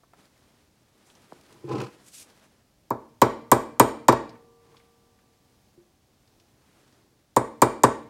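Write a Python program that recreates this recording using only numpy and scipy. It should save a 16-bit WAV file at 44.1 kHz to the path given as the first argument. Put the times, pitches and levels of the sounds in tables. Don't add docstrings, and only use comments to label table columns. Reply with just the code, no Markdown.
import sys
import numpy as np
from scipy import signal
from scipy.fft import rfft, irfft, next_fast_len
from scipy.io import wavfile
from scipy.ndimage import map_coordinates

SR = 44100
rng = np.random.default_rng(int(sys.argv[2]) if len(sys.argv) > 2 else 0)


def output_pcm(signal):
    pcm = np.clip(np.atleast_2d(signal).T, -1, 1) * 32767
    wavfile.write(sys.argv[1], SR, np.round(pcm).astype(np.int16))


N = 357165

# start_s, force_db, edge_ring_db, sizzle_db
BLOWS = [(2.9049, -13.5, -4, -28), (3.2168, -0.5, 1.5, -6.5), (3.5164, -0.5, 2, 4.5),
         (3.7973, 1, -1.5, 4.5), (4.0832, 0.7, -15.5, -12), (4.1252, -12.5, 0, 2), (7.364, -4.5, -4.5, 8),
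         (7.6188, -1, -5, 7), (7.8353, -0.46, -13.5, 3.5)]


def hammering():
    # pitch_hz, level_db, t60_s
    contact_modes = [(7089, -8.5, 0.0044), (7600, -7, .0045)]
    # pitch_hz, level_db, t60_s
    steel_modes = [(1390.5, -21.5, 0.018), (2356, -30, 0.1), (3733, -36, 0.2), (4460, -40.5, .13),
                   (5910, -44, 0.2), (7000, -24, 0.049), (7560, -31.5, 0.07), (8394, -31.5, .06)]
    # pitch_hz, level_db, t60_s
    punch_modes = [(13000, -22, 0.027), (13113, -8, 0.0053), (14490, -21.5, .008)]
    # pitch_hz, level_db, t60_s
    bench_modes = [(48.06, -42, .42), (83, -40, .3), (121.3, -16.5, .16), (228.8, -28.5, 0.45),
                   (245.2, -7.5, 0.055), (280.9, -23, 0.14), (340.6, -10.5, 0.071), (411, -3, 0.05),
                   (452.4, -20, 0.27), (535.3, -7.5, 0.059), (568, -24, 0.24), (607, -30, 0.39),
                   (666, -25.5, 0.3), (796.6, -21, 0.15), (853.7, -20.5, .11), (927.86, 4.5, .021),
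                   (985.7, -22.5, .17), (999.4, -10.5, 0.058), (1142.2, -8.5, 0.05), (1208, -31, 0.25),
                   (1310, -27.5, .2), (1480.4, -37, 0.25), (1671.8, -36.5, 0.13)]
    # freq_hz, level_db
    crash_spectrum = [(700, -11), (1500, 2.5), (2300, 0.5), (2800, -3.5), (3700, 0.5), (5000, 1),
                      (6300, -7), (8000, -8), (10500, -12), (15000, -16.5), (17000, -26)]
    # freq_hz, level_db
    sizzle_spectrum = [(5000, -28.5), (6400, -17.5), (6750, -1), (7900, 0), (8900, 3.5), (9700, -5),
                       (11500, -20), (13000, -16), (16000, -23)]
    # freq_hz, level_db
    clatter_spectrum = [(100, -40.5), (250, -1), (420, 5), (700, 0), (1150, 1.5), (1450, -3), (1800, -9.5),
                        (2200, -13), (2700, -24.5), (6000, -58.5)]
    out, t = np.zeros(N), np.arange(SR // 2) / SR
    shared_crash, shared_clatter = noise(crash_spectrum, len(t)), noise(clatter_spectrum, len(t))
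    crash_envelope = amp(-17.0) * fade(t, 0.055) * (1 - np.exp(-t / 0.00065))
    clatter_envelope = amp(-11.0) * fade(t, 0.11) * (1 - np.exp(-(t / 0.0026) ** 2))
    sizzle_envelope = amp(-22.5) * fade(t, 0.055)
    for start, force_db, edge_db, sizzle_db in BLOWS:
        clink_db = -1.6 + 1.7 * force_db
        crash = crash_envelope * unit(shared_crash + noise(crash_spectrum, len(t)))
        contact = ring(contact_modes, t, scatter_db=-4.0)
        steel = ring(steel_modes, t, scatter_db=-1.0, rise_cycles=2.2)
        clatter = clatter_envelope * unit(shared_clatter + 0.93 * noise(clatter_spectrum, len(t)))
        bench = amp(1.04) * ring(bench_modes, t, scatter_db=0.38, travel_s=0.002595, rise_cycles=0.77)
        cutoff_hz = 1500 + 2000 * min(amp(clink_db), 1)
        thud = signal.sosfilt(signal.butter(4, cutoff_hz, fs=SR, output="sos"), bench + clatter)
        edge = ring(punch_modes, t, scatter_db=5.5, rise_cycles=0.98)
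        sizzle = sizzle_envelope * noise(sizzle_spectrum, len(t))
        clink = contact + steel + crash + amp(edge_db) * edge + amp(sizzle_db) * sizzle
        add(out, start, amp(force_db) * thud + amp(clink_db) * clink)
    return out


def vise():
    # pitch_hz, level_db, t60_s
    vise_modes = [(377, -63, 3.9), (466, -54.5, 3.1), (754.4, -70, 7.5), (904, -68, 3.4), (998, -70, 3.9),
                  (1171, -67.5, 5)]
    out, t = np.zeros(N), np.arange(N) / SR
    ends = [blow[0] for blow in BLOWS[1:]] + [N / SR]
    energy = 0
    for (start, force_db, *_), end in zip(BLOWS, ends):
        energy += amp(force_db) ** 2
        chord = ring(vise_modes, t[:round((end - start) * SR)], scatter_db=-3.5)
        add(out, start, np.sqrt(energy) * chord)
        energy *= fade(end - start, t60=3) ** 2
    return out


def handling():
    # start_s, level_db, centre_hz
    ticks = [(0.035, -44.5, 1193), (0.135, -39, 1334), (1.101, -45.5, 3580), (1.152, -48, 6040),
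             (1.525, -47, 8000), (1.812, -26.5, 1490), (2.299, -46.5, 5500), (4.1235, -24.5, 5080),
             (4.293, -41, 5067), (4.353, -44, 1990), (4.744, -43.5, 1096), (4.768, -46, 4408),
             (4.799, -48.5, 2510), (5.189, -51.5, 2134), (6.276, -54, 4800), (6.399, -50, 5414),
             (6.925, -52.5, 5500)]
    # start_s, level_db
    bumps = [(1.642, -21.5), (1.756, -23), (1.834, -35), (5.776, -43)]
    # pitch_hz, level_db, t60_s
    bump_modes = [(136.1, -7.5, 0.11), (356, 1, 0.065), (429, -4, 0.036)]
    # start_s, level_db, sweep_hz, fall_s
    pops = [(1.3223, -28.5, 1350, 0.00239)]
    out, t = np.zeros(N), np.arange(SR // 5) / SR
    for start, db, hz in ticks:
        colour = [(hz / 5, -24), (hz / 2.7, -7), (hz, 0), (hz * 1.4, -13), (hz * 3, -32)]
        add(out, start, amp(db - 9.5) * fade(t, 0.052) * noise(colour, len(t)))
    for start, db in bumps:
        add(out, start, amp(db) * ring(bump_modes, t, scatter_db=2.5, rise_cycles=2.5))
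    for start, db, sweep_hz, fall_s in pops:
        cycles = sweep_hz * fall_s * (1 - np.exp(-t / fall_s)) + 130 * t
        envelope = amp(db) * fade(t, 0.0268) * (1 - np.exp(-t / 0.00099))
        add(out, start, envelope * np.sin(2 * np.pi * cycles))
    return out


def dragging():
    # start_s, length_s, judder_db, grit_db
    drags = [(1.52, 0.076, -57, -72), (1.718, 0.041, -28, -44), (1.799, 0.023, -29, -40),
             (4.666, 0.095, -63.5, -72), (6.298, 0.874, -71.5, -93.5)]
    # pitch_hz, level_db, t60_s
    body_modes = [(133, -9, 0.14), (210.7, -10, 0.09), (335, 1, 0.032), (419, -3, 0.0368),
                  (830, -11, 0.0487), (1010, -11.5, 0.0384), (1250, -19, .04)]
    # freq_hz, level_db
    grit_spectrum = [(500, -19.5), (1000, 11), (1400, 0.5), (1900, -3), (2600, 1.5), (3400, -6.5),
                     (4700, -4.5), (8000, -15.5), (15000, -32)]
    # start_s, length_s, level_db
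    slides = [(1.07, .05, -65.5), (2.067, 0.0227, -55), (2.144, 0.082, -48)]
    # freq_hz, level_db
    glove_spectrum = [(900, -19), (1700, -12), (2500, -6), (3600, -7), (6000, -1.5), (9000, -1.5),
                      (14000, -13), (16000, -25.5)]
    starts, lengths, judder_db, grit_db = np.transpose(drags)
    judder_envelope = strokes(starts, lengths, judder_db, attack_s=0.024, release_t60=0.2)
    grit_envelope = strokes(starts, lengths, grit_db, attack_s=0.024, release_t60=0.2)
    glove_envelope = strokes(*np.transpose(slides), attack_s=0.02, release_t60=0.0945)
    slips_per_s = 700
    slips = (rng.random(N) < slips_per_s / SR) * amp(2.64 * rng.standard_normal(N))
    slips *= rng.choice([-1, 1], N)
    body = ring(body_modes, np.arange(SR // 5) / SR, scatter_db=0.0, rise_cycles=0.396)
    judder = signal.fftconvolve(slips, body)[:N]
    judder = unit(signal.sosfilt(signal.butter(6, 108, "high", fs=SR, output="sos"), judder))
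    grit = unit(amp(3.5 * wobble(170)) * noise(grit_spectrum, N))
    glove = unit(amp(1.96 * wobble(140)) * noise(glove_spectrum, N))
    return judder_envelope * judder + grit_envelope * grit + glove_envelope * glove


def sleeve():
    # peak_s, length_s, level_db
    reaches = [(0.228, 0.118, -61), (.47, 0.49, -64), (1.41, 0.856, -58.5), (1.902, 0.39, -57.5),
               (2.336, 0.41, -61), (4.75, 0.263, -65.5), (6.8, 0.524, -65)]
    # freq_hz, level_db
    cloth_spectrum = [(88, -33), (150, -5.5), (315, -3.5), (354, -8), (398, -4), (448, -7.5), (1170, -11.5),
                      (10400, -25), (16000, -39)]
    resting_db, snaps_per_s = -76.5, 25
    t = np.arange(N) / SR
    speeds = [amp(db) * np.exp(-(2 * (t - peak) / length) ** 2) for peak, length, db in reaches]
    motion = np.sqrt(amp(resting_db) ** 2 + np.sum(np.square(speeds), axis=0))
    rustle = unit(amp(2.0 * wobble(35)) * noise(cloth_spectrum, N))
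    snaps = (rng.random(N) < snaps_per_s / SR) * rng.random(N)
    snap_envelope = signal.fftconvolve(snaps, fade(t[:SR // 20], 0.02))[:N]
    crackle = snap_envelope * noise([(800, -12), (4500, 0), (14000, -14)], N)
    return motion * (rustle + amp(4) * crackle)


def workshop_reverb(x):
    # freq_hz, t60_s
    room_decay = [(100, 1), (300, 0.5), (1100, 0.44), (4000, 0.5052), (8000, 0.35), (14000, 0.3)]
    # freq_hz, level_db
    room_colour = [(60, -25), (130, -17.5), (260, -5.5), (500, -10), (1000, -13.5), (2000, -6.5),
                   (5000, -12.5), (7100, -17), (8700, -12.5), (10500, -14.5), (13200, -24), (15000, -21)]
    hz, t, bands = signal.stft(rng.standard_normal(SR), SR, nperseg=256)
    t60 = along(room_decay, hz)[:, None]
    gain = amp(along(room_colour, hz))[:, None] * np.sqrt(2 * np.log(1000) / (t60 * SR))
    tail = signal.istft(bands * gain * fade(t, t60), SR, nperseg=256)[1]
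    build_up = 1 - np.exp(-(np.arange(len(tail)) / SR / 0.0048) ** 2)
    return signal.fftconvolve(x, tail * build_up)[:N]


def room_tone():
    # freq_hz, level_db
    air_spectrum = [(25, -4), (50, -4), (125, -1), (160, -6), (230, -4.5), (400, -12), (700, -14),
                    (1300, -21.5), (2500, -23.5), (5200, -22.5), (9000, -27.5), (16000, -31.5)]
    return amp(-65.0 + 0.73 * wobble(3)) * noise(air_spectrum, N)


def ring(modes, t, scatter_db, travel_s=0, rise_cycles=1):
    hz, db, t60 = np.transpose(modes)[:, :, None]
    age = np.maximum(t - travel_s * np.sqrt(1000 / hz), 0)
    gain = amp(db + scatter_db * rng.standard_normal(hz.shape))
    attack = 1 - np.exp(-age * hz / rise_cycles)
    return np.sum(gain * fade(age, t60) * attack * np.sin(2 * np.pi * hz * age), axis=0)


def strokes(starts, lengths, levels_db, attack_s, release_t60):
    t = np.arange(N) / SR
    power = np.zeros(N)
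    for start, length, db in zip(starts, lengths, levels_db):
        rise = np.exp(np.minimum(t - start, 0) / attack_s)
        release = fade(np.maximum(t - start - length, 0), release_t60)
        power += (amp(db) * rise * release) ** 2
    return np.sqrt(power)


def amp(db):
    return 10 ** (np.asarray(db) / 20)


def unit(x):
    return x / np.sqrt(np.mean(x ** 2) + 1e-20)


def along(points, hz):
    freqs, values = np.transpose(points)
    return np.interp(np.log(hz + 1), np.log(freqs + 1), values)


def wobble(rate):
    return map_coordinates(rng.standard_normal(int(N * rate / SR) + 4), [np.arange(N) * rate / SR])


def filtered(x, response):
    size = next_fast_len(len(x) + 8192)
    return irfft(rfft(x, size) * response(np.fft.rfftfreq(size, 1 / SR)), size)[:len(x)]


def noise(spectrum, size):
    return unit(filtered(rng.standard_normal(size), lambda hz: amp(along(spectrum, hz))))


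def fade(t, t60):
    return np.exp(-np.log(1000) * t / t60)


def add(track, start_s, sound):
    part = track[max(round(start_s * SR), 0):][:len(sound)]
    part += sound[:len(part)]


def scene():
    struck, dragged = hammering() + handling(), dragging()
    reverb = workshop_reverb(struck + amp(-6.0) * dragged)
    return (struck + dragged + reverb + vise() + sleeve() + room_tone())[None]


def record(dry):
    low_cut_hz, ceiling, top_hz = 38, 0.97, 16300
    sound = signal.sosfilt(signal.butter(3, low_cut_hz, "high", fs=SR, output="sos"), dry[0])
    rounded = sound / (1 + np.abs(sound / ceiling) ** 6) ** (1 / 6)
    return filtered(rounded, lambda hz: 1 / (1 + (hz / top_hz) ** 120))[None]


dry = scene()
out = record(dry)
output_pcm(out)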